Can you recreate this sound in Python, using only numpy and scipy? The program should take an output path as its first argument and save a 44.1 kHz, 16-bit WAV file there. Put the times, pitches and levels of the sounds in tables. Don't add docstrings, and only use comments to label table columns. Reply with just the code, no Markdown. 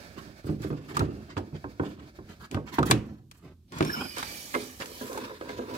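import sys
import numpy as np
from scipy import signal
from scipy.fft import rfft, irfft, next_fast_len
from scipy.io import wavfile
from scipy.ndimage import uniform_filter1d, map_coordinates

SR = 44100
rng = np.random.default_rng(int(sys.argv[2]) if len(sys.argv) > 2 else 0)


def put_to_file(sound):
    columns = np.atleast_2d(sound).T
    safe = np.clip(columns, -1, 1)
    whole_steps = np.round(safe * 32767)
    wavfile.write(sys.argv[1], SR, whole_steps.astype(np.int16))


N = 254456

# (frequency [Hz], density [dB/Hz])
AIR_SPECTRUM = [(15, -79), (25, -38.5), (45, -11.5), (92, -12), (141, -20.5), (206, -19.5), (405, -37.5),
                (489, -53), (2000, -58.5), (3520, -51), (9570, -57), (14800, -55), (16000, -72)]
# (frequency [Hz], correlation [0-1])
LIKENESS = [(100, 0.99), (300, 0.98), (700, 0.8), (3000, 0.28), (12000, 0.067)]
# (time [s], lag of the left port behind the right [ms], left over right [dB])
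BEARING = [(0.3, 0.29, -6.5), (0.5, 0.32, -3), (3.3, 0.2, -2.5), (3.7, -0.31, -2), (3.98, -0.43, -2.2),
           (4.05, 0.35, -5.5), (5.3, 0.24, -2), (5.77, 0.33, -2.5)]

# (time [s], level [dB])
HUSH_LEVEL = [(0, -49.5), (0.5, -57), (1.4, -56.5), (2.3, -57.5), (2.7, -64), (3.1, -89)]
# (frequency [Hz], density [dB/Hz])
HUSH_SPECTRUM = [(250, 3), (480, -4.5), (590, 3.5), (1000, -10.5), (1750, -2), (1950, -12.5), (2200, -4),
                 (2900, -14.5), (4000, -11), (4700, -8.5), (5600, -14), (9000, -22.5), (16000, -24)]

# (start [s], length [s], level [dB], groan over level [dB], grit over level [dB])
STROKES = [(0.151, 0.1, -47, 7, -12), (0.239, 0.12, -58.5, 17, -16), (0.424, 0.15, -49, -7, -10.5),
           (0.578, 0.18, -49, -4, -8.5), (0.635, 0.78, -56, 9.5, -12), (0.877, 0.081, -44, -10, -11),
           (0.938, 0.043, -38.5, -7, -12), (0.984, 0.085, -43.5, 15.5, -16),
           (0.988, 0.44, -61.5, 15.5, -15), (1.269, 0.095, -49, -14, -37), (1.362, 0.054, -42, 9, -23),
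           (1.535, 0.052, -46, 9.5, -34), (1.809, 0.15, -47.5, 5.5, -18), (1.96, 0.15, -56.5, 10.5, -22),
           (2.28, 0.072, -47, 4, -13), (2.39, 0.091, -47, 2, -9.5), (2.504, 0.075, -45, 5.5, -15),
           (2.656, 0.064, -42.5, -9.5, -20), (2.713, 0.092, -39.5, -5, -8), (2.851, 0.051, -37, 4, -3),
           (2.898, 0.03, -34, -5.5, 2.5), (2.986, 0.26, -60.5, 12.5, -11), (3.291, 0.21, -65, -0.5, -1.5),
           (3.417, 0.13, -55.5, 10, -22.5), (3.71, 0.21, -41, 3, -15), (4.155, 0.076, -36, -23, -7),
           (4.794, 0.051, -34, -9.5, -12)]
STROKE_ATTACK, STROKE_RELEASE = 0.3, 0.71
# (frequency [Hz], density [dB/Hz])
RUB_GROAN = [(35, -43), (60, -10.5), (150, -2.5), (300, -4), (400, -8), (480, -17), (650, -17), (900, -25),
             (1500, -61.5)]
RUB_RASP = [(450, -38.5), (700, -16), (1000, 0), (1650, -3.5), (1980, -5), (2200, -11.5), (2800, -9.5),
            (4700, -13), (5600, -19), (7500, -20), (11000, -46)]
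GRIT = [(4000, -5.5), (6000, 0), (8400, -2), (9300, -5.5), (10400, -1.5), (12000, -1), (13500, -3),
        (16000, -6.5)]

# (time [s], level [dB], thump over body [dB], hardness: clack over body [dB])
KNOCKS = [(0.444, -34.5, 4.5, -8), (0.467, -28, -6, -40), (0.492, -16.5, -5.5, -19), (0.601, -34, 4.5, -20),
          (0.646, -24.5, -1, -12.5), (0.703, -21.5, -7.5, -11), (0.729, -28.5, -8, -9),
          (0.968, -24, -1.5, -0.5), (1.006, -20.5, 0, -2), (1.02, -21.5, -2, -20),
          (1.084, -28.5, -1.5, -21), (1.368, -29, 0.5, 4), (1.378, -22.5, -14.5, -3.5),
          (1.526, -42.5, 8, -7), (1.642, -27.5, -6, -2.5), (1.797, -15, -10, -7), (1.835, -35, -22, 4.5),
          (2.187, -34, -2.5, -5), (2.545, -21.5, -3, -5), (2.57, -21, -14, -7), (2.784, -13.5, -2.5, 1.5),
          (2.8, -15, -8.5, -15.5), (2.829, -26.5, -13, 2), (2.855, -26.5, -8, -20),
          (2.899, -14.5, 1.5, -7.5), (2.913, -22, -0.5, 1), (2.937, -17.5, -5.5, -18),
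          (3.807, -14.5, -6.5, -0.5), (3.813, -18, -6, -6)]
# (frequency [Hz], level [dB], t60 [s])
PLANK_MODES = [(65, -9, 0.57), (91.5, 10, 0.12), (118, 7, 0.2), (151.4, 7.5, 0.24), (164, 6, 0.051),
               (208.5, -4, 0.57), (255.1, -5, 0.27), (288.9, 8.5, 0.17), (316.4, 8.5, 0.073),
               (374.6, 3, .15), (441, -0.5, 0.06), (490.4, -8.5, 0.25), (640, -2.5, 0.067), (775, 2, 0.052),
               (912, -0.5, 0.092), (1059.4, 0, 0.12), (1224, -2, 0.092), (1420, -7, 0.068), (1560, -3, 0.1),
               (2083, -10, 0.04), (2590, 11, 0.028), (3380, 9, 0.034)]
# (frequency [Hz], level [dB])
WOOD_COLOUR = [(30, -23), (70, -0.5), (300, 1.0), (650, -6.5),
               (1200, 2.5), (3000, -6.5), (6000, -15.5), (15000, -34.5)]
# (frequency [Hz], t60 [s])
GRAIN_T60 = [(100, 0.7), (400, 0.33), (1200, 0.052), (3000, 0.022), (10000, 0.018)]
RISE_S, RISE_DOUBLES_DB = 0.00046, 23.5
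TREBLE_DB, TREBLE_DB_PER_HARD_DB = -21, 0.76

# (frequency [Hz], t60 [s])
BOX_T60 = [(80, 1), (300, 0.66), (800, 0.62), (3000, 0.12), (7000, 0.84), (10000, 0.36)]
# (frequency [Hz], gain [dB])
BOX_GAIN = [(100, -13), (300, -14.0), (900, -20.0), (3000, -8.5), (7000, -24.0), (10000, -28.5)]

# (time [s], level [dB], brightness [dB])
SNAPS = [(0.62, -38.5, -8), (0.9685, -20.5, -11), (0.9725, -21, -25), (0.9935, -18.5, -16.5),
         (1.3675, -24.5, -44), (2.5129, -28.5, -15), (2.5453, -24, -24.5), (2.7884, -18.5, -25),
         (2.829, -20.5, -21.5), (2.911, -5.5, -13), (2.9155, -10.5, -27.5), (3.313, -32.5, -14.5),
         (3.7219, -32, -18), (3.785, -28.5, -12), (3.807, -16.5, -28), (3.8253, -18, -23),
         (3.849, -24, -13), (4.183, -21.5, -12), (4.2288, -17.5, -22), (4.5479, -18.5, -21),
         (4.812, -23, -34), (4.821, -19, -29), (4.858, -28, -12), (5.13, -35.5, -4), (5.1765, -29, -10)]
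# (frequency [Hz], level [dB], t60 [s])
EDGE_MODES = [(1160, -9.5, 0.088), (1690, -3.5, 0.033), (2321, -5.5, 0.038), (2710, -6.5, 0.019),
              (2520, -12.5, 0.026), (3530, -7, 0.058), (3946, -6.5, 0.063), (4600, -6, 0.01),
              (5200, 0.5, 0.0077), (7720, 4, 0.0081), (7500, 2.5, 0.0049), (9120, -11, 0.019),
              (10200, 1, 0.014)]
# (frequency [Hz], density [dB/Hz])
SNAP_TAIL_SPECTRUM = [(500, -16), (1200, -0.5), (2700, 1.5), (3600, -5.5), (5500, -7.5), (8000, -10.5),
                      (15000, -23)]
# (frequency [Hz], t60 [s])
SNAP_TAIL_T60 = [(1000, 0.36), (3000, 0.3), (7000, 0.23), (12000, .24)]

# (time [s], pitch [Hz], level [dB])
CLACKS = [(0.969, 1210, -19), (0.993, 1320, -34), (1.007, 1284, -27.5), (2.786, 943, -17),
          (2.83, 1240, -23), (2.914, 950, -15.5)]
# (multiple of the pitch [ratio], level [dB])
SLAT_MODES = [(.8, -12), (0.999, 2.5), (1.14, -11)]

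# (time [s], scrape level [dB], speed [0-1])
DRAG = [(3.68, -72.5, 0.44), (3.74, -58.5, 0.06), (3.87, -47, 0.73), (4.12, -50.5, 0.87),
        (4.2, -41.5, 0.65), (4.36, -45, 0.89), (4.5, -49.5, 0.96), (4.62, -43, 0.71), (4.76, -57, 1),
        (4.86, -54, 1), (5.04, -44.5, 0.75), (5.16, -44.5, 0.67), (5.26, -43.5, 0.27), (5.38, -51.5, 0.45),
        (5.52, -43.5, 0.03), (5.66, -49.5, 0.3), (5.72, -42.5, 0.03)]
# (frequency [Hz], density [dB/Hz])
DRAG_GROAN = [(60, -44), (100, -1.5), (175, -10.5), (250, 1), (430, -8), (600, -5), (760, -37), (950, -48),
              (1500, -52)]
DRAG_RASP = [(450, 4), (800, 13.5), (1000, 4), (1200, -3), (1380, -22), (1620, -1), (2060, -10),
             (2340, -10), (2680, -2), (3000, 10), (3600, 14.5), (4450, 1), (5400, 7), (6000, -30),
             (7500, 3), (10000, -37)]
JUDDER_RASP = [(250, -12), (430, 1), (780, -23), (980, 3.5), (1200, -6), (1600, -3), (2000, -11),
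               (2580, -7.5), (3200, -15.5), (3800, -9), (4400, -12), (7500, -23), (11000, -26.5)]
# (frequency [Hz], width [Hz], level [dB])
FRAME_RESONANCES = [(1173, 56, 2.5), (1760, 290, 1.5), (2360, 150, 6), (3040, 60, 3.5), (3850, 86, 0),
                    (4490, 580, 2.5), (5840, 120, 3), (9140, 610, -5.5)]
FULL_SPEED_GROAN_DB, GROAN_DB_PER_SPEED = -9.5, -10.5
FULL_SPEED_GRIT_DB, GRIT_DB_PER_SPEED = 4.5, 30
JUDDER_RASP_FROM_S = 5.01

# (time [s], whistle pitch [Hz], whistle level [dB], board answer level [dB])
SQUEAK = [(3.83, 5450, -66, -52), (3.86, 5450, -50, -41), (3.9, 5400, -46.5, -42.5),
          (3.98, 5260, -44.5, -35), (4.01, 5000, -46, -33), (4.06, 4998, -44.5, -42.5),
          (4.13, 4840, -50.5, -78), (4.17, 4830, -65, -59)]
# (frequency [Hz], width [Hz], level [dB])
BOARD_RESONANCES = [(148, 32, -10), (240, 67, 4.5), (770, 83, -5.5), (1000, 130, -5), (1440, 120, -5),
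                    (2370, 89, -5), (3080, 110, -8)]

# (start [s], length [s], start pitch [Hz], end pitch [Hz], level [dB])
CREAKS = [(3.889, 0.033, 1570, 1760, -27.5), (3.933, 0.026, 1427, 1470, -27),
          (3.935, 0.13, 2970, 3030, -44), (4.049, 0.26, 2434, 2380, -46), (4.097, 0.088, 2940, 3020, -45.5),
          (4.222, 0.31, 2360, 2290, -49)]

# (time [s], level [dB], hardness [dB], treble [dB])
CATCHES = [(4.168, -34, 6.5, 14.5), (4.227, -45, 20.5, 17), (4.541, -28.5, 9, 12), (4.549, -28, 10.5, 11.5),
           (4.559, -21.5, -15, -26), (4.8, -29.5, -23, 11), (5.011, -28, -6, -25), (5.096, -31.5, -21, -27),
           (5.154, -27, -19, -27), (5.411, -29.5, -3, -1), (5.492, -30.5, 0, 7.5), (5.59, -23, -6.5, -30)]
# (frequency [Hz], level [dB], t60 [s])
SLIDER_MODES = [(216, -8, 0.78), (253.7, 7, 0.22), (340, 5.5, 0.12), (424.4, 2, 0.22), (493, 6, 0.12),
                (551, 4.5, 0.14), (677, 0, 0.13), (790, -5, 0.07), (982, -1, 0.071), (1284, 8, 0.031),
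                (1608, 8.5, 0.081), (2120, 0.5, 0.076)]
CATCH_THUMP_DB, CATCH_RISE_S = -21, 0.0016

# (time [s], relative slip level [dB])
JUDDER_LEVEL = [(4.84, -39), (5.0, -50.5), (5.04, -40), (5.075, -50), (5.11, -31.5), (5.18, -34.5),
                (5.25, -50), (5.31, -33), (5.37, -70), (5.44, -48), (5.56, -41), (5.62, -35), (5.67, -47),
                (5.7, -34)]
# (frequency [Hz], level [dB])
JUDDER_COLOUR = [(200, -13.5), (420, -1.5), (650, -8.5), (1000, 8.5), (1600, -13), (2100, -9)]

TOP_HZ, TOP_EDGE_HZ = 15900, 200
TIME = np.arange(N) / SR
RING = np.arange(SR // 2) / SR


def amp(db):
    return 10 ** (np.asarray(db) / 20)


def unit(x):
    return x / np.sqrt(np.mean(x ** 2) + 1e-20)


def along(points, hz):
    f, v = np.transpose(points)
    return np.interp(np.log(hz + 1), np.log(f + 1), v)


def curves(rows, t=TIME):
    s, *cols = np.transpose(rows)
    return [np.interp(t, s, c) for c in cols]


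def wobble(rate_hz):
    knots = rng.standard_normal(int(N * rate_hz / SR) + 4)
    return map_coordinates(knots, [TIME * rate_hz])


def noise_pair(n=N):
    return rng.standard_normal((2, n))


def filtered(x, response):
    n = x.shape[-1]
    m = next_fast_len(n + 8192)
    return irfft(rfft(x, m) * response(np.fft.rfftfreq(m, 1 / SR)), m)[..., :n]


def spread(pair):
    def mid_side(hz):
        turn = np.arccos(np.clip(along(LIKENESS, hz), 0, 1)) / 2
        return np.array([np.cos(turn), np.sin(turn)])
    mid, side = filtered(pair, mid_side)
    return np.array([mid + side, mid - side])


def coloured(pair, spectrum):
    return filtered(spread(pair), lambda hz: amp(along(spectrum, hz)))


def dying(noise, t60s):
    hz, t, z = signal.stft(noise, SR, nperseg=256)
    fade = amp(-60 * t / along(t60s, hz)[:, None])
    return signal.istft(z * fade, SR, nperseg=256)[1][:, :len(RING)]


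def resonances(modes, hz):
    return sum((-1) ** k * amp(db) * 1j * hz * width / (centre ** 2 - hz ** 2 + 1j * hz * width)
               for k, (centre, width, db) in enumerate(modes))


def ring(modes, colour, t, scatter_db, port_turn, detune=0.018):
    hz, db, t60_s = np.transpose(modes)[:, :, None]
    hz = hz * np.exp(detune * rng.standard_normal(hz.shape))
    size = amp(db + colour(hz) + scatter_db * rng.standard_normal(hz.shape))
    phase = 2 * np.pi * rng.random(hz.shape)
    phase = phase + port_turn * np.sqrt(hz / 1000) * rng.standard_normal((2,) + hz.shape)
    return np.sum(size * amp(-60 * t / t60_s) * np.sin(2 * np.pi * hz * t + phase), axis=1)


def onset(t, rise_s):
    return 1 - np.exp(-t / rise_s)


def add(track, s, sound):
    part = track[:, max(round(s * SR), 0):][:, :sound.shape[1]]
    part += sound[:, :part.shape[1]]


def placed(pair, lag_ms):
    half_lag_s = lag_ms / 1000 / 2
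    return np.array([map_coordinates(x, [(TIME + side * half_lag_s) * SR])
                     for x, side in zip(pair, (-1, 1))])


def friction(spectrum, slips_per_s, slip_share, uneven_db, flutter_hz):
    slips = (rng.random(N) < slips_per_s / SR) * noise_pair()
    force = np.sqrt(slip_share) * unit(slips) + np.sqrt(1 - slip_share) * noise_pair()
    return unit(coloured(force * amp(uneven_db * wobble(flutter_hz)), spectrum))


def stroke(start_s, length_s):
    u = (TIME - start_s) / length_s
    return np.clip(np.minimum(u / STROKE_ATTACK, (1 - u) / STROKE_RELEASE), 0, 1)


def air(level_db=-57):
    noise = unit(coloured(noise_pair(), AIR_SPECTRUM))
    return amp(level_db + 1.4 * wobble(12.0)) * noise


def hush():
    return amp(curves(HUSH_LEVEL)[0]) * friction(HUSH_SPECTRUM, 3000, 0.17, uneven_db=4.0, flutter_hz=28.66)


def crumbs(centre_hz=2000, spread_octaves=.8, cycles=12, size_db=2, count=7000):
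    t = RING[:SR // 90]
    hz = centre_hz * 2 ** (spread_octaves * rng.standard_normal((count, 1)))
    hz = np.clip(hz, 700, 12000)
    size = amp(size_db * np.minimum(rng.exponential(size=(count, 1)), 3))
    notes = size * np.exp(-np.pi * hz * t / cycles) * np.sin(2 * np.pi * hz * t)
    where = (rng.integers(N, size=(count, 1)) + np.arange(len(t))).ravel()
    ports = []
    for _ in range(2):
        heard = notes * amp(1.8 * rng.standard_normal((count, 1)))
        ports.append(np.bincount(where, heard.ravel(), N)[:N])
    return unit(np.array(ports))


def touched(pair, t60_s=0.034):
    t = RING[:SR // 25]
    answer = spread(noise_pair(len(t))) * amp(-60 * t / t60_s)
    return signal.fftconvolve(pair, answer / np.linalg.norm(answer[0]), axes=1)[:, :pair.shape[1]]


def rubbing(rasp_db=-1, crumbs_db=-6):
    out = np.zeros((2, N))
    body = friction(RUB_GROAN, 120, 0.13, uneven_db=3.0, flutter_hz=28.87)
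    face = amp(rasp_db) * friction(RUB_RASP, 1900, 0.33, uneven_db=4.0, flutter_hz=72.05)
    face += amp(crumbs_db) * crumbs()
    grit = friction(GRIT, 1600, 0.25, uneven_db=3.5, flutter_hz=80.07)
    for start_s, length_s, db, groan_db, grit_db in STROKES:
        span = slice(round(start_s * SR), round((start_s + length_s) * SR) + SR // 25)
        pressure = amp(db) * stroke(start_s, length_s)[span]
        out[:, span] += pressure * amp(groan_db) * body[:, span]
        out[:, span] += touched(pressure * (face[:, span] + amp(grit_db) * grit[:, span]))
    return out


def blow(modes, db, thump_db, clack_db, treble_db, rise_s, modes_db=-14.5, dense_db=-7.5):
    t = RING[:SR // 4]
    contact = [(130, thump_db), (270, 0), (520, 0), (900, clack_db + 1.0), (1600, clack_db), (3000, treble_db)]
    colour = lambda hz: along(contact, hz)
    noise = filtered(spread(noise_pair(len(t))),
                     lambda hz: amp(colour(hz) + along(WOOD_COLOUR, hz) + 12))
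    cloud = dying(noise, GRAIN_T60)[:, :len(t)]
    tones = ring(modes, colour, t, scatter_db=3.0, port_turn=0.46)
    return amp(db) * (amp(modes_db) * tones + amp(dense_db) * cloud) * onset(t, rise_s)


def bent(pair, bass_delay_s=0.0014):
    return filtered(pair, lambda hz: np.exp(-4j * np.pi * bass_delay_s * np.sqrt(300 * hz)))


def knocks():
    out = np.zeros((2, N))
    for s, db, thump_db, hard_db in KNOCKS:
        rise_s = RISE_S * 2 ** (-hard_db / RISE_DOUBLES_DB)
        treble_db = TREBLE_DB + TREBLE_DB_PER_HARD_DB * hard_db
        add(out, s - .001, blow(PLANK_MODES, db, thump_db, hard_db, treble_db, rise_s))
    return bent(out)


def box(x):
    tail = dying(spread(noise_pair(len(RING))), BOX_T60) * onset(RING, 0.0017)
    wet = signal.fftconvolve(x, tail / np.linalg.norm(tail[0]), axes=1)[:, :N]
    return filtered(wet, lambda hz: amp(along(BOX_GAIN, hz)))


def snaps(modes_db=-7, crack_db=-5, crack_t60_s=0.035, lag_ms=-0.386, chatter_s=0.00098, left_db=1.5):
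    out = np.zeros((2, N))
    t = RING[:SR // 20]
    for s, db, bright_db in SNAPS:
        spectrum = [(3000, 0), (7000, bright_db + 11.5), (15000, bright_db + 0.5)]
        colour = lambda hz: along(spectrum, hz)
        crack = coloured(noise_pair(len(t)), spectrum)
        add(out, s, amp(db + crack_db - 60 * t / crack_t60_s) * crack)
        ring_db = modes_db + .5 * db
        for k, touch_db in enumerate([-1, -2, -7]):
            tones = ring(EDGE_MODES, colour, t, scatter_db=-2.0, port_turn=0.34)
            add(out, s + k * chatter_s, amp(db + ring_db + touch_db) * tones)
    return placed(out, lag_ms) * amp([[left_db], [-left_db]])


def snap_echo(level_db):
    out = np.zeros((2, N))
    for s, db, _ in SNAPS:
        noise = unit(coloured(noise_pair(len(RING)), SNAP_TAIL_SPECTRUM))
        add(out, s, amp(db + level_db) * dying(noise, SNAP_TAIL_T60) * onset(RING, 0.003))
    return out * amp(1.4 * wobble(45))


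def clacks(t60_s=0.045):
    out, t = np.zeros((2, N)), RING[:SR // 8]
    for s, hz, db in CLACKS:
        modes = [(hz * multiple, level_db, t60_s) for multiple, level_db in SLAT_MODES]
        tones = ring(modes, np.zeros_like, t, scatter_db=3, port_turn=.5)
        add(out, s, amp(db) * tones * onset(t, RISE_S))
    return out


def patchy(pair, depth_db=2):
    z = signal.stft(pair, nperseg=512)[2]
    field = uniform_filter1d(rng.standard_normal(z.shape[1:]), size=5, axis=0)
    field = uniform_filter1d(field, size=14, axis=1)
    return signal.istft(z * amp(depth_db * unit(field)), nperseg=512)[1][:, :N]


def dragging(rasp_db=-1):
    level_db, speed = curves(DRAG)
    groan_db = FULL_SPEED_GROAN_DB + GROAN_DB_PER_SPEED * (speed - 1)
    grit_db = FULL_SPEED_GRIT_DB + GRIT_DB_PER_SPEED * (speed - 1)
    body = amp(groan_db) * friction(DRAG_GROAN, 300, 0.35, uneven_db=3, flutter_hz=35)
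    singing = unit(filtered(spread(noise_pair()), lambda hz: resonances(FRAME_RESONANCES, hz)))
    sliding = .5 * friction(DRAG_RASP, 2500, .4, uneven_db=1.1, flutter_hz=90) + .9 * singing
    juddering = friction(JUDDER_RASP, 980, 0.14, uneven_db=2.0, flutter_hz=62.5)
    face = np.where(TIME > JUDDER_RASP_FROM_S, juddering, sliding)
    chips = amp(grit_db) * friction(GRIT, 1000, 0.15, uneven_db=1.3, flutter_hz=128.5)
    return amp(level_db) * (body + patchy(amp(rasp_db) * face + chips)) * (TIME > DRAG[0][0])


def drifting(pair, depth, rate_hz):
    t = TIME + depth * wobble(rate_hz) / rate_hz
    return np.array([map_coordinates(x, [t * SR]) for x in pair])


def squeak(width_hz=480, stutter_db=2.5, upper_db=-11):
    hz, whistle_db, answer_db = curves(SQUEAK)
    phase = 2 * np.pi * np.cumsum(hz) / SR

    def fuzzy(multiple):
        rate_hz = multiple * width_hz
        return unit(wobble(rate_hz) * np.sin(multiple * phase) + wobble(rate_hz) * np.cos(multiple * phase))

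    upper = fuzzy(2.27)
    whistle = fuzzy(1.0) + amp(upper_db) * upper
    slips = spread(noise_pair()) * amp(stutter_db * wobble(53))
    shaken = filtered(slips, lambda f: resonances(BOARD_RESONANCES, f))
    answer = unit(drifting(shaken, depth=0.0198, rate_hz=25))
    sliding = (TIME > SQUEAK[0][0]) & (TIME < SQUEAK[-1][0])
    return sliding * (amp(whistle_db + 2.4 * wobble(83)) * whistle + amp(answer_db) * answer)


def creaks(rough_rad=0.81):
    out = np.zeros(N)
    for start_s, length_s, from_hz, to_hz, db in CREAKS:
        hz = np.interp(TIME, [start_s, start_s + length_s], [from_hz, to_hz])
        phase = 2 * np.pi * np.cumsum(hz) / SR + rough_rad * wobble(220)
        out += amp(db) * stroke(start_s, length_s) * np.sin(phase)
    return out * amp(2.6 * wobble(150))


def catches():
    out = np.zeros((2, N))
    for s, db, hard_db, treble_db in CATCHES:
        add(out, s - .001, blow(SLIDER_MODES, db, CATCH_THUMP_DB, hard_db, treble_db, CATCH_RISE_S))
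    return bent(out)


def judder(slips_per_s=100, level_db=-13.0, uneven_db=2.8):
    out, t = np.zeros((2, N)), RING[:SR // 7]
    colour = lambda hz: along(JUDDER_COLOUR, hz)
    for k, (late, size) in enumerate(rng.standard_normal((105, 2))):
        s = JUDDER_LEVEL[0][0] + (k + 0.344 * late) / slips_per_s
        slip_db = curves(JUDDER_LEVEL, s)[0] + level_db + uneven_db * size
        tones = ring(SLIDER_MODES, colour, t, scatter_db=3.0, port_turn=0.58, detune=0.0424)
        add(out, s, amp(slip_db) * tones * onset(t, 0.0015))
    return out


def scene():
    lag_ms, balance_db = curves(BEARING)
    blows = knocks() + catches() + clacks()
    slides = rubbing() + hush() + dragging() + squeak() + creaks() + judder()
    wood = placed(blows + slides, lag_ms)
    mix = wood + box(wood) + snaps() + snap_echo(level_db=-30) + air()
    return mix * amp([balance_db / 2, -balance_db / 2])


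def record(dry, low_cut_hz=48):
    lean = signal.sosfilt(signal.butter(3, low_cut_hz, "high", fs=SR, output="sos"), dry)
    band_hz = [TOP_HZ - TOP_EDGE_HZ, TOP_HZ + TOP_EDGE_HZ]
    return filtered(np.clip(lean, -1, 1), lambda hz: np.interp(hz, band_hz, [1, 0]))


dry = scene()
out = record(dry)
put_to_file(out)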